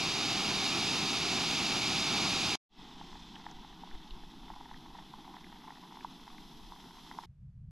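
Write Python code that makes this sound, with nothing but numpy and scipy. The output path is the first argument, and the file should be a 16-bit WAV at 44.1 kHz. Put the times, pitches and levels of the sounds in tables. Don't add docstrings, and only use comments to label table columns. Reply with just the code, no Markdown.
import sys
import numpy as np
from scipy import signal
from scipy.fft import rfft, irfft
from scipy.io import wavfile

SR = 44100
rng = np.random.default_rng(int(sys.argv[2]) if len(sys.argv) > 2 else 0)


def materialize(psi):
    bounded = np.clip(np.atleast_2d(psi).T, -1, 1)
    quanta = np.round(bounded * 32767).astype(np.int16)
    wavfile.write(sys.argv[1], SR, quanta)


N = 339999
T = np.arange(N) / SR
FREQS = np.maximum(np.fft.rfftfreq(N, 1 / SR), 1)
FULL_END_S, SIMMER_START_S, SIMMER_FULL_S, SIMMER_END_S = 2.556, 2.689, 2.81, 7.257

# f/Hz, side minus mid/dB
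SIMMER_WIDTH = [(50, -15), (200, -25.5), (1000, -17.5), (2300, -14.5), (5000, -11.5), (8000, -10)]


def full_flame():
    # f/Hz, level/dB
    jet = [(900, -31), (1600, -12.5), (2000, -11.5), (2250, 2), (3100, 0), (4100, 0.5), (5200, -3.5),
           (6200, -4.5), (6950, -8), (7400, -12), (8600, -20.5), (10200, -20), (12300, -28.5),
           (14300, -41.5)]
    # f/Hz, level/dB
    flame = [(20, -15), (55, -9.5), (100, -5.5), (180, 0.5), (260, -0.5), (370, -3), (460, -9),
             (550, -16.5), (680, -7.5), (900, -8.5), (1300, -7), (1600, -15), (2100, -14.5), (4000, -43.5)]
    # f/Hz, width/Hz, lift/dB
    modes = [(794, 110, 6), (1220, 73, 0.5), (1746, 150, 1.5), (2480, 190, 1), (2730, 130, 2.5),
             (3470, 70, 2), (3707, 180, 5), (4450, 160, 0), (4704, 240, 5), (5046, 140, 6), (5350, 140, 0),
             (6500, 180, -1), (9940, 380, 2.5)]
    # f/Hz, side minus mid/dB
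    width = [(50, -14.5), (200, -27), (700, -19), (2000, -17.5), (5000, -18), (8000, -13), (11300, -12.5),
             (12700, -4.5)]
    # f/Hz, phase/rad
    lag = [(400, 0), (1600, .13), (2200, .42), (3500, .6), (4200, 0.55), (6500, 0.31), (9000, .04)]
    # f/Hz, left minus right/dB
    balance = [(200, -.5), (670, -1.5), (2200, -1.3), (7500, -0.6), (11000, 1)]
    jet_db = -34 + .49 * T
    hiss = turbulence(jet, width, modes, over_hz(lag)) * undb(jet_db + .3 * walk(rate_hz=22))
    rumble = turbulence(flame, width, modes, over_hz(lag)) * undb(-38 + .72 * walk(rate_hz=9.9))
    pan = undb(np.outer([.5, -.5], over_hz(balance)))
    return irfft(rfft(hiss + rumble) * pan * tent(echo_gain=.022), N)


def low_flame():
    # f/Hz, level/dB
    jet = [(800, -18), (1300, -12.5), (2000, -3.5), (2350, -8.5), (2750, -3.5), (3400, 4.5), (3950, -1),
           (4400, -4.5), (5300, -6), (6100, -10), (6800, -16.5), (7600, -16.5), (9000, -28.5), (13000, -37)]
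    # f/Hz, width/Hz, lift/dB
    modes = [(1970, 180, 1), (2580, 130, 4.5), (3220, 100, 3), (3370, 90, -2.5), (3490, 90, 4),
             (4070, 150, 3.5), (4230, 120, -1.5), (5230, 170, 4), (5760, 92, -1.5), (6060, 150, 2.5),
             (7230, 130, 1.5), (10540, 160, 4)]
    # t/s, gain/dB
    treble_gain = [(2.8, -1.5), (3.15, 2), (3.6, -1), (4.3, .2), (5.5, -0.2), (7.25, 4.5)]
    # f/Hz, level/dB
    top_hiss = [(7000, -11), (9400, -6), (10400, 3.5), (11900, 5.5), (12700, -0.5), (13500, -9),
                (14000, -24)]
    # f/Hz, side minus mid/dB
    top_width = [(9000, -14), (11000, -17), (12700, 1)]
    # f/Hz, level/dB
    flame = [(60, -11), (110, -13), (160, 1.5), (200, 1.5), (300, -2), (400, -8), (480, -17), (550, -27),
             (650, -18), (780, -6.5), (950, -6), (1200, -15.5), (1500, -19), (2500, -50)]
    age_s = np.maximum(T - SIMMER_FULL_S, 0)
    excess_db = 3.5 * np.exp(-(age_s / .8) ** 2)
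    hiss = turbulence(jet, SIMMER_WIDTH, modes) * undb(-60 + excess_db + walk(rate_hz=59))
    treble = irfft(rfft(hiss) / (1 + (4500 / FREQS) ** 8), N)
    hiss += (undb(over_time(treble_gain)) - 1) * treble
    top = turbulence(top_hiss, top_width, modes) * undb(-80.8 + 1.74 * age_s)
    flutter_db = -55.4 + .77 * excess_db + 1.14 * walk(rate_hz=14)
    flutter = turbulence(flame, SIMMER_WIDTH) * undb(flutter_db)
    direct = spread(hiss + flutter) + top
    return irfft(rfft(direct) * tent(echo_gain=.04), N)


def pot(patter_count=130):
    # t/s, peak/dB, sharpness/dB
    pops = [(3.013, -35.5, -26), (3.155, -39.5, -18), (3.363, -40.5, -10), (3.465, -31.5, -12.5),
            (3.647, -41, -25), (3.836, -35.5, -34), (4.502, -35, -24), (4.562, -39, -30),
            (4.61, -37.5, -28), (4.713, -37, -17), (4.861, -41.5, -22), (4.951, -40, -28),
            (4.988, -43, -11), (5.138, -38.5, -27), (5.278, -41.5, -21), (5.343, -41.5, -26),
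            (5.367, -37.5, -14), (5.526, -40.5, -13), (5.641, -42.5, -25), (5.678, -39, -30),
            (5.705, -40, -8), (5.836, -41.5, -23), (5.923, -41, -21), (5.971, -38.5, -29),
            (6.047, -27.5, -39), (6.278, -38.5, -17), (6.721, -36.5, -34), (7.113, -33.5, -14),
            (7.187, -28, -31), (7.236, -38.5, -15)]
    # f/Hz, gain/dB
    pop_colour = [(300, -20), (550, -12.5), (660, -3.5), (780, 0), (2200, 1), (2600, -10), (5000, -12)]
    bubbles = np.zeros(N)
    for s, peak_db, sharp_db in pops:
        add(bubbles, s, pop(peak_db, pot_hz(s) * (1 + .023 * rng.standard_normal()), sharp_db))
        for delay, size, pitch in rng.random((5, 3)):
            small_pop = pop(-54 + 7 * size, pot_hz(s) * (.87 + .3 * pitch), sharp_db + 2.5)
            add(bubbles, s + .08 * (delay - .35), small_pop)
    for when, size, pitch, sharp in rng.random((patter_count, 4)):
        s = SIMMER_FULL_S + when * (SIMMER_END_S - SIMMER_FULL_S)
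        add(bubbles, s, pop(-53.5 + 9 * size ** 2, pot_hz(s) * (.86 + .3 * pitch), -25 + 18 * sharp))
    return irfft(rfft(bubbles) * undb(over_hz(pop_colour)), N)


def pop(peak_db, hz, sharp_db):
    # frequency ratio, decay/ms, relative level/dB, share of sharpness
    modes = [(1, 1.09, 7, 0), (1.35, 1.1, -1, 0.95), (2.05, .8, 2, .8)]
    knock = sum(ring(hz * ratio, ms) * undb(db + share * (sharp_db + 10))
                for ratio, ms, db, share in modes)
    return knock * undb(peak_db) / np.abs(knock).max()


def pot_hz(s):
    return 856 + 20 * (s - SIMMER_FULL_S)


def ring(hz, decay_ms):
    age = T[:1024] * 1000 / decay_ms
    return -age * np.exp(1 - age) * np.sin(2 * np.pi * hz * T[:1024])


def ticks(decay_ms=2.9, edge_ratio=1.22):
    # t/s, peak/dB, centre/Hz
    events = [(3.355, -40, 3040), (3.5117, -46, 5600), (3.912, -44.5, 1780), (4.107, -39.5, 3400),
              (4.742, -44.5, 1650), (5.443, -44, 2050), (6.008, -45.5, 1950), (6.381, -44.5, 1950)]
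    track = np.zeros(N)
    for s, peak_db, hz in events:
        burst = rng.standard_normal(1024) * np.exp(-T[:1024] * 1000 / decay_ms)
        band = signal.butter(3, [hz / edge_ratio, hz * edge_ratio], "band", fs=SR, output="sos")
        tick = signal.sosfilt(band, burst)
        add(track, s, tick * undb(peak_db) / np.abs(tick).max())
    return track


def breeze():
    # t/s, level/dB
    strength = [(2.8, -55), (3.6, -56), (4.8, -54.5), (5.8, -63), (6.7, -54.5), (7.25, -61)]
    # t/s, level/dB
    gusts = [(3.25, -51), (3.95, -46), (4.135, -45), (4.52, -48), (6.65, -53)]
    # f/Hz, level/dB
    buffet = [(10, 10), (30, 4), (55, -3), (80, -13.5), (130, -31), (300, -58.5)]
    gust_gain = sum(undb(db) * bump(s, half_s=.036) for s, db in gusts)
    air = spread(turbulence(buffet, SIMMER_WIDTH))
    return air * (undb(over_time(strength) + 3 * walk(rate_hz=6.6)) + gust_gain)


def wind():
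    # f/Hz, level/dB
    rumble = [(15, -11), (50, 0.5), (130, 2.5), (185, -5.5), (222, -15.5), (258, -37), (450, -50),
              (1000, -80)]
    # f/Hz, level/dB
    hiss = [(300, 4), (1300, -4), (4000, -13), (9000, -20), (14000, -29)]
    # f/Hz, side minus mid/dB
    width = [(200, -41), (370, -5), (7000, -5)]
    rumble_db = -55 + 17 * np.maximum(T - SIMMER_END_S, 0) - 9 * bump(7.345, half_s=.022)
    return turbulence(rumble, width) * undb(rumble_db) + turbulence(hiss, width) * undb(-83.5)


def tent(echo_gain, count=14):
    impulse = np.zeros(N)
    impulse[0] = 1
    for when, sign in zip(rng.random(count), rng.choice([-1, 1], count)):
        impulse[int((.003 + .027 * when) * SR)] += echo_gain * sign
    return rfft(impulse)


def turbulence(spectrum, width, modes=(), lag_rad=0):
    lift_db = sum(db / (1 + (2 * (FREQS - hz) / width_hz) ** 2) for hz, width_hz, db in modes)
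    mid, side = rfft(rng.standard_normal((2, N))) * undb(over_hz(spectrum) + lift_db)
    side *= undb(over_hz(width))
    left = (mid + side) * np.exp(-1j * lag_rad)
    return unit(irfft(np.array([left, mid - side]), N))


def spread(x, start_s=5.05, full_s=6.8):
    mid = x.mean(axis=0)
    return mid + ramp(start_s, full_s) * (x - mid)


def walk(rate_hz):
    return unit(irfft(rfft(rng.standard_normal(N)) / (1 + (FREQS / rate_hz) ** 4), N))


def over_hz(points):
    hz, value = np.transpose(points)
    return np.interp(np.log(FREQS), np.log(hz), value)


def over_time(points):
    return np.interp(T, *np.transpose(points))


def ramp(start_s, end_s):
    return np.clip((T - start_s) / (end_s - start_s), 0, 1)


def bump(s, half_s):
    return np.exp(-((T - s) / half_s) ** 2)


def add(track, s, sound):
    i = int(np.clip(s * SR, 0, N - len(sound)))
    track[i:i + len(sound)] += sound


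def undb(db):
    return 10 ** (np.asarray(db) / 20)


def unit(x):
    return x / np.sqrt(np.mean(x ** 2))


def scene():
    roar_off = ramp(FULL_END_S - .001, FULL_END_S + .001)
    roar_tail = undb(-22.5) * roar_off * (1 - ramp(FULL_END_S, FULL_END_S + .0228)) ** 2
    wind_on = ramp(SIMMER_END_S - .002, SIMMER_END_S + .0028)
    simmer_gain = ramp(SIMMER_START_S, SIMMER_FULL_S) ** 1.52 * (1 - wind_on)
    roar = full_flame() * (1 - roar_off + roar_tail)
    simmer = (low_flame() + pot() + ticks() + breeze()) * simmer_gain
    return roar + simmer + wind() * wind_on


def record(dry, cutoff_hz=14100):
    return signal.sosfilt(signal.ellip(10, .1, 80, cutoff_hz, fs=SR, output="sos"), dry)


dry = scene()
out = record(dry)
materialize(out)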